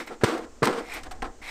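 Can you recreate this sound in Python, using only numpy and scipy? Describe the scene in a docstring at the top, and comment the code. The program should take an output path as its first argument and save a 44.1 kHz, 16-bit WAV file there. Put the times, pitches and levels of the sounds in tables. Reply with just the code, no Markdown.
"""Outdoors, near hollow wooden deck steps, nearly mono; insects hiss far off throughout.
A small toy crawler truck whirs its gearbox, then drops at 0.24 s and again from 0.62 s: wheels and
chassis knock on the boards, loose plastic rattles, the sliding tyres rumble and rasp. The gears whir
again from 0.8 s as wind swells on the microphone. Lighter knocks follow at 1.1 and 1.2 s, and a last
burst of the gearbox, with short squeaks, starts at 1.4 s."""
import sys
import numpy as np
from scipy import signal
from scipy.fft import rfft, irfft
from scipy.io import wavfile
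from scipy.ndimage import uniform_filter1d

SR = 44100
rng = np.random.default_rng(int(sys.argv[2]) if len(sys.argv) > 2 else 0)


def waveform_to_disk(signal):
    """Save audio, clipped to [-1, 1], as 16-bit WAV at the path in sys.argv[1]."""
    frames = np.transpose(np.atleast_2d(signal))
    scaled = np.clip(frames, -1, 1) * 32767
    samples = np.round(scaled).astype(np.int16)
    wavfile.write(sys.argv[1], SR, samples)


N = 66150  # 1.5 s

# Wheels and chassis landing: t/s, peak level/dB, contact cut-off f/Hz, ring time/s, favoured f/Hz
KNOCKS = [(.2351, -14, 400, .014, 140), (.2351, -8, 800, .010, 430), (.2403, -7, 1000, .007, 480),
          (.6288, -12, 900, .018, 476), (.2443, -14, 3000, .004, 1000), (.6215, -19, 500, .015, 400),
          (.626, -24, 180, .016, 120), (.6757, -16, 900, .033, 250), (.634, -12, 1500, .012, 1100),
          (.671, -15, 2000, .01, 1100), (.68, -15, 1500, .012, 500), (1.114, -34, 2000, .016, 770),
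          (1.2225, -24, 2500, .03, 700), (1.2235, -27, 3000, .025, 1600)]

def knocks():
    """Each knock is a short push on the boards; they ring briefly, then the ring is cut off quickly."""
    out, t = np.zeros(N + SR), np.arange(SR // 5) / SR
    scatter_db = 1.5 * rng.standard_normal((len(KNOCKS), len(STEP_MODES)))
    for (start, db, contact_hz, ring_s, spot_hz), scatter in zip(KNOCKS, scatter_db):
        push = soften(t == 0, contact_hz)
        ring = boards(push, spot_hz, spot_db=14, scatter_db=scatter)
        fade = np.exp(-(t / ring_s) ** 3)
        ring = highpass(ring * fade, hz=85)  # the boards radiate little bass
        out[int(start * SR):][:len(t)] += amp(db) * ring / np.abs(ring).max()
    return out[:N]


# Resonances of the hollow steps: f/Hz, level/dB, t60/s at damping 1
STEP_MODES = [(138, -11, 0.11), (260, -14, 0.19), (334.8, -5, 0.16), (392.6, -2.5, 0.044), (469, -4, 0.14),
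              (622, -4.5, 0.038), (752.5, -3, 0.12), (830, -1, 0.037), (1068, -6.5, 0.09),
              (1235, -5, 0.034), (1362, -5.5, 0.066), (1662, -8, 0.06), (1950, -4, 0.022)]

def boards(force, spot_hz, spot_db, damping=1, scatter_db=0):
    """The boards ring in all their modes; those near the resonance of the touched spot are favoured."""
    octaves_off = np.log2(np.array(STEP_MODES)[:, 0] / spot_hz)
    extra_db = spot_db * np.exp(-(octaves_off / .35) ** 2) + scatter_db
    out = 0
    for k, (hz, db, t60) in enumerate(STEP_MODES):
        r, w = amp(-60 * damping / (t60 * SR)), 2 * np.pi * hz / SR
        mode = signal.lfilter([0, np.sin(w)], [1, -2 * r * np.cos(w), r * r], force + 1e-18)
        sign = -1 if k > 5 and k % 2 == 0 else 1  # upper modes alternate
        out = out + sign * amp(db + extra_db[k]) * mode
    return out


# Tyres on the boards, one span per stretch of sliding (a long slide runs on through several): t/s, wood rumble
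# level/dB, tread rasp level/dB
SLIDES = [
    [(0, -32, -38.5), (.06, -55, -57), (.118, -34, -48), (.14, -42, -47), (.2, -60, -86),
     (.218, -38.5, -52), (.235, -39.5, -73)],
    [(.246, -35, -31.5), (.28, -29, -30.5), (.34, -28.5, -36.5), (.41, -36, -48.5), (.45, -42, -47.5),
     (.47, -45.5, -79), (.58, -77, -68)],
    [(.622, -23, -44), (.632, -24, -27), (.66, -27, -31), (.69, -22, -34.5), (.73, -31.5, -39.5),
     (.76, -33, -40.5), (.79, -31, -35), (.815, -36, -48), (.88, -51, -59)],
    [(.881, -42, -60), (.91, -54.5, -63), (.97, -40.5, -39), (1.03, -53.5, -68)],
    [(1.031, -68, -61), (1.07, -38.5, -43.5), (1.098, -53.5, -84), (1.13, -45, -54), (1.21, -54.5, -66)],
    [(1.225, -32.5, -59), (1.27, -35.5, -49), (1.3, -47.5, -80), (1.39, -71, -80)],
]
# Spectrum of tread and plastic: f/Hz, level/dB
RASP_SPECTRUM = [(880, -4), (1500, -5), (2490, -13.5), (5500, -20.5), (6960, -26), (8460, -22.5),
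                 (10500, -39), (13500, -36), (16000, -51)]

def tyres():
    """Tread blocks slip in a dense uneven stream: the wood rumbles, the tread rasps."""
    slips = clicks(per_s=1400, spread_db=1.5)
    force = soften(slips, hz=4300)
    spots_hz = [400, 400, 450, 770, 770, 740]  # one favoured spot per span
    rumble = 0
    for span, spot_hz in zip(SLIDES, spots_hz):
        wood = boards(force, spot_hz, spot_db=5, damping=1.74)
        rumble = rumble + unit_rms(highpass(wood, hz=205)) * envelope([span])
    friction = unit_rms(slips) + 1.53 * rng.standard_normal(N)
    rasp = unit_rms(colour(friction, RASP_SPECTRUM))
    return rumble + rasp * envelope(SLIDES, column=2)


# Loose plastic parts: t/s, level/dB, decay time/s, tilt/(dB per octave)
RATTLES = [(0.064, -55.5, 0.008, 19), (0.212, -38.5, 0.023, -2.5), (0.236, -24.5, 0.016, 2),
           (0.2412, -19, 0.005, 1), (0.378, -45, 0.01, 4), (0.629, -20.5, 0.0092, -1.5),
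           (.642, -29.5, 0.012, 3), (0.654, -25.5, 0.006, 6.5), (0.6712, -22, 0.0094, -0.5),
           (0.727, -32.5, 0.017, -1), (0.937, -41, 0.015, 14.5), (1.033, -41, 0.013, 3),
           (1.1108, -38.5, 0.015, 3), (1.2214, -31, 0.012, -1), (1.242, -36, 0.02, -2)]

def rattles():
    """Loose plastic shakes in dying sprays of bright ticks."""
    out, t = np.zeros(N + SR), np.arange(4096) / SR
    attack = np.minimum(t / 0.00034, 1)
    for start, db, decay_s, tilt_db in RATTLES:
        ticks = clicks(per_s=5800, spread_db=1.6, size=len(t))
        spray = unit_rms(colour(ticks, RASP_SPECTRUM, tilt_db))
        out[int(start * SR):][:len(t)] += amp(db) * spray * attack * np.exp(-(t / decay_s) ** 2)
    return out[:N]


# Gearbox whir, one span per burst: t/s, level/dB
GEAR_BURSTS = [
    [(0, -33.5), (.071, -59.5), (.075, -37), (.1, -52)],
    [(.8, -55), (.89, -44.5), (.915, -37.5), (.94, -37), (.975, -38), (1.03, -56)],
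    [(1.415, -60), (1.42, -46), (1.45, -41), (1.5, -36)],
]
# Resonances of the gear housing: f/Hz, width/Hz, level/dB
HOUSING_MODES = [(720, 210, -6.5), (1070, 420, -6), (1710, 1020, -5), (2105, 297, 3), (2380, 360, -4.5),
                 (4000, 920, -13.5), (5320, 410, -15), (8150, 1850, -22), (13500, 1800, -31.5)]
# Squeaks of the drive: centre t/s, f/Hz, level/dB, half-length/s
SQUEAKS = [(.925, 2300, -37, .006), (1.453, 2120, -38, .003), (1.478, 1050, -42, .006),
           (1.487, 3900, -43, .011)]

def gearbox():
    """Teeth tick unevenly into the resonances of the housing; now and then a narrow band squeaks."""
    teeth, t = clicks(per_s=4000, spread_db=2), np.arange(N) / SR
    whir = sum((-1) ** k * amp(db) * resonate(teeth, hz, width)
               for k, (hz, width, db) in enumerate(HOUSING_MODES))
    squeaks = 0
    for centre, hz, db, half_s in SQUEAKS:
        band = resonate(resonate(teeth, hz, width_hz=300), hz, width_hz=300)
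        band /= np.sqrt(uniform_filter1d(band ** 2, size=400) + 1e-12)  # even out the level
        squeaks = squeaks + amp(db) * band * np.exp(-((t - centre) / half_s) ** 2)
    return unit_rms(whir) * envelope(GEAR_BURSTS) + squeaks


# Wind right at the microphone: t/s, level/dB
GUSTS = [(0, -54), (.76, -50.5), (1.0, -41.5), (1.25, -38.5), (1.35, -49), (1.5, -41)]

def wind():
    """Moving air presses on the microphone in slow swings."""
    pressure = soften(rng.standard_normal(N + SR), hz=27.4)[SR:]
    return unit_rms(pressure) * envelope([GUSTS])


# Background far from the deck: f/Hz, level/dB
DISTANT_SPECTRUM = [(60, 5), (135, -22), (248, -1.5), (1830, -20), (3840, -25.5), (7370, -19.5),
                    (8800, -27), (10000, -39.5), (15900, -42)]

def traffic_and_insects():
    """Far traffic and insects blend into a steady low rumble and hiss."""
    return amp(-53.5) * unit_rms(colour(rng.standard_normal(N), DISTANT_SPECTRUM))


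def amp(db):
    """dB to gain."""
    return 10 ** (np.asarray(db) / 20)


def unit_rms(x):
    """Scale to rms 1."""
    return x / np.sqrt(np.mean(x ** 2) + 1e-20)


def envelope(spans, column=1):
    """Gain from spans of (t/s, level/dB, ..) rows, silent between them, edges rounded."""
    t = np.arange(N) / SR
    gain = sum(amp(np.interp(t, span[:, 0], span[:, column], -200, -200))
               for span in map(np.array, spans))
    return uniform_filter1d(gain, size=64, mode="nearest")


def colour(x, spectrum, tilt_db=0):
    """Shape by (f/Hz, level/dB) rows, closed at both ends, tilted per octave about 4 kHz."""
    hz, db = np.transpose(spectrum)
    f = np.maximum(np.arange(len(x) // 2 + 1) * SR / len(x), 1)
    shape_db = np.interp(np.log(f), np.log(hz), db, -120, -120)
    return irfft(rfft(x) * amp(shape_db + tilt_db * np.log2(f / 4000)), len(x))


def clicks(per_s, spread_db, size=N):
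    """Random clicks of uneven size and sign."""
    hits = rng.random(size) < per_s / SR
    strength = amp(spread_db * np.minimum(rng.exponential(1, size), 4))
    return hits * strength * rng.choice([-1, 1], size)


def soften(x, hz):
    """Two-pole low-pass."""
    r = np.exp(-2 * np.pi * hz / SR)
    return signal.lfilter([(1 - r) ** 2], [1, -2 * r, r * r], x)


def highpass(x, hz):
    """Steep bass cut."""
    return signal.sosfilt(signal.butter(4, hz, "high", fs=SR, output="sos"), x)


def resonate(x, hz, width_hz):
    """One resonance, gain 1 at its peak."""
    r, w = np.exp(-np.pi * width_hz / SR), 2 * np.pi * hz / SR
    return signal.lfilter([(1 - r * r) / 2, 0, (r * r - 1) / 2], [1, -2 * r * np.cos(w), r * r], x)


# Faint fluttering left-right difference: f/Hz, side level/dB relative to mid
SIDE_SPECTRUM = [(60, -29), (300, -47), (4400, -24), (16000, -10)]

def scene():
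    """Everything sits in the centre, with a faint, fluttering side signal, stronger in the treble."""
    mid = knocks() + tyres() + rattles() + gearbox() + wind() + traffic_and_insects()
    flutter = unit_rms(soften(rng.standard_normal(N), hz=40))
    side = colour(mid * flutter, SIDE_SPECTRUM)
    return np.array([mid + side, mid - side])


def record(dry):
    """The treble is cut steeply at about 16 kHz."""
    return signal.sosfilt(signal.cheby2(20, 70, 16050, fs=SR, output="sos"), dry)


dry = scene()
out = record(dry)
waveform_to_disk(out)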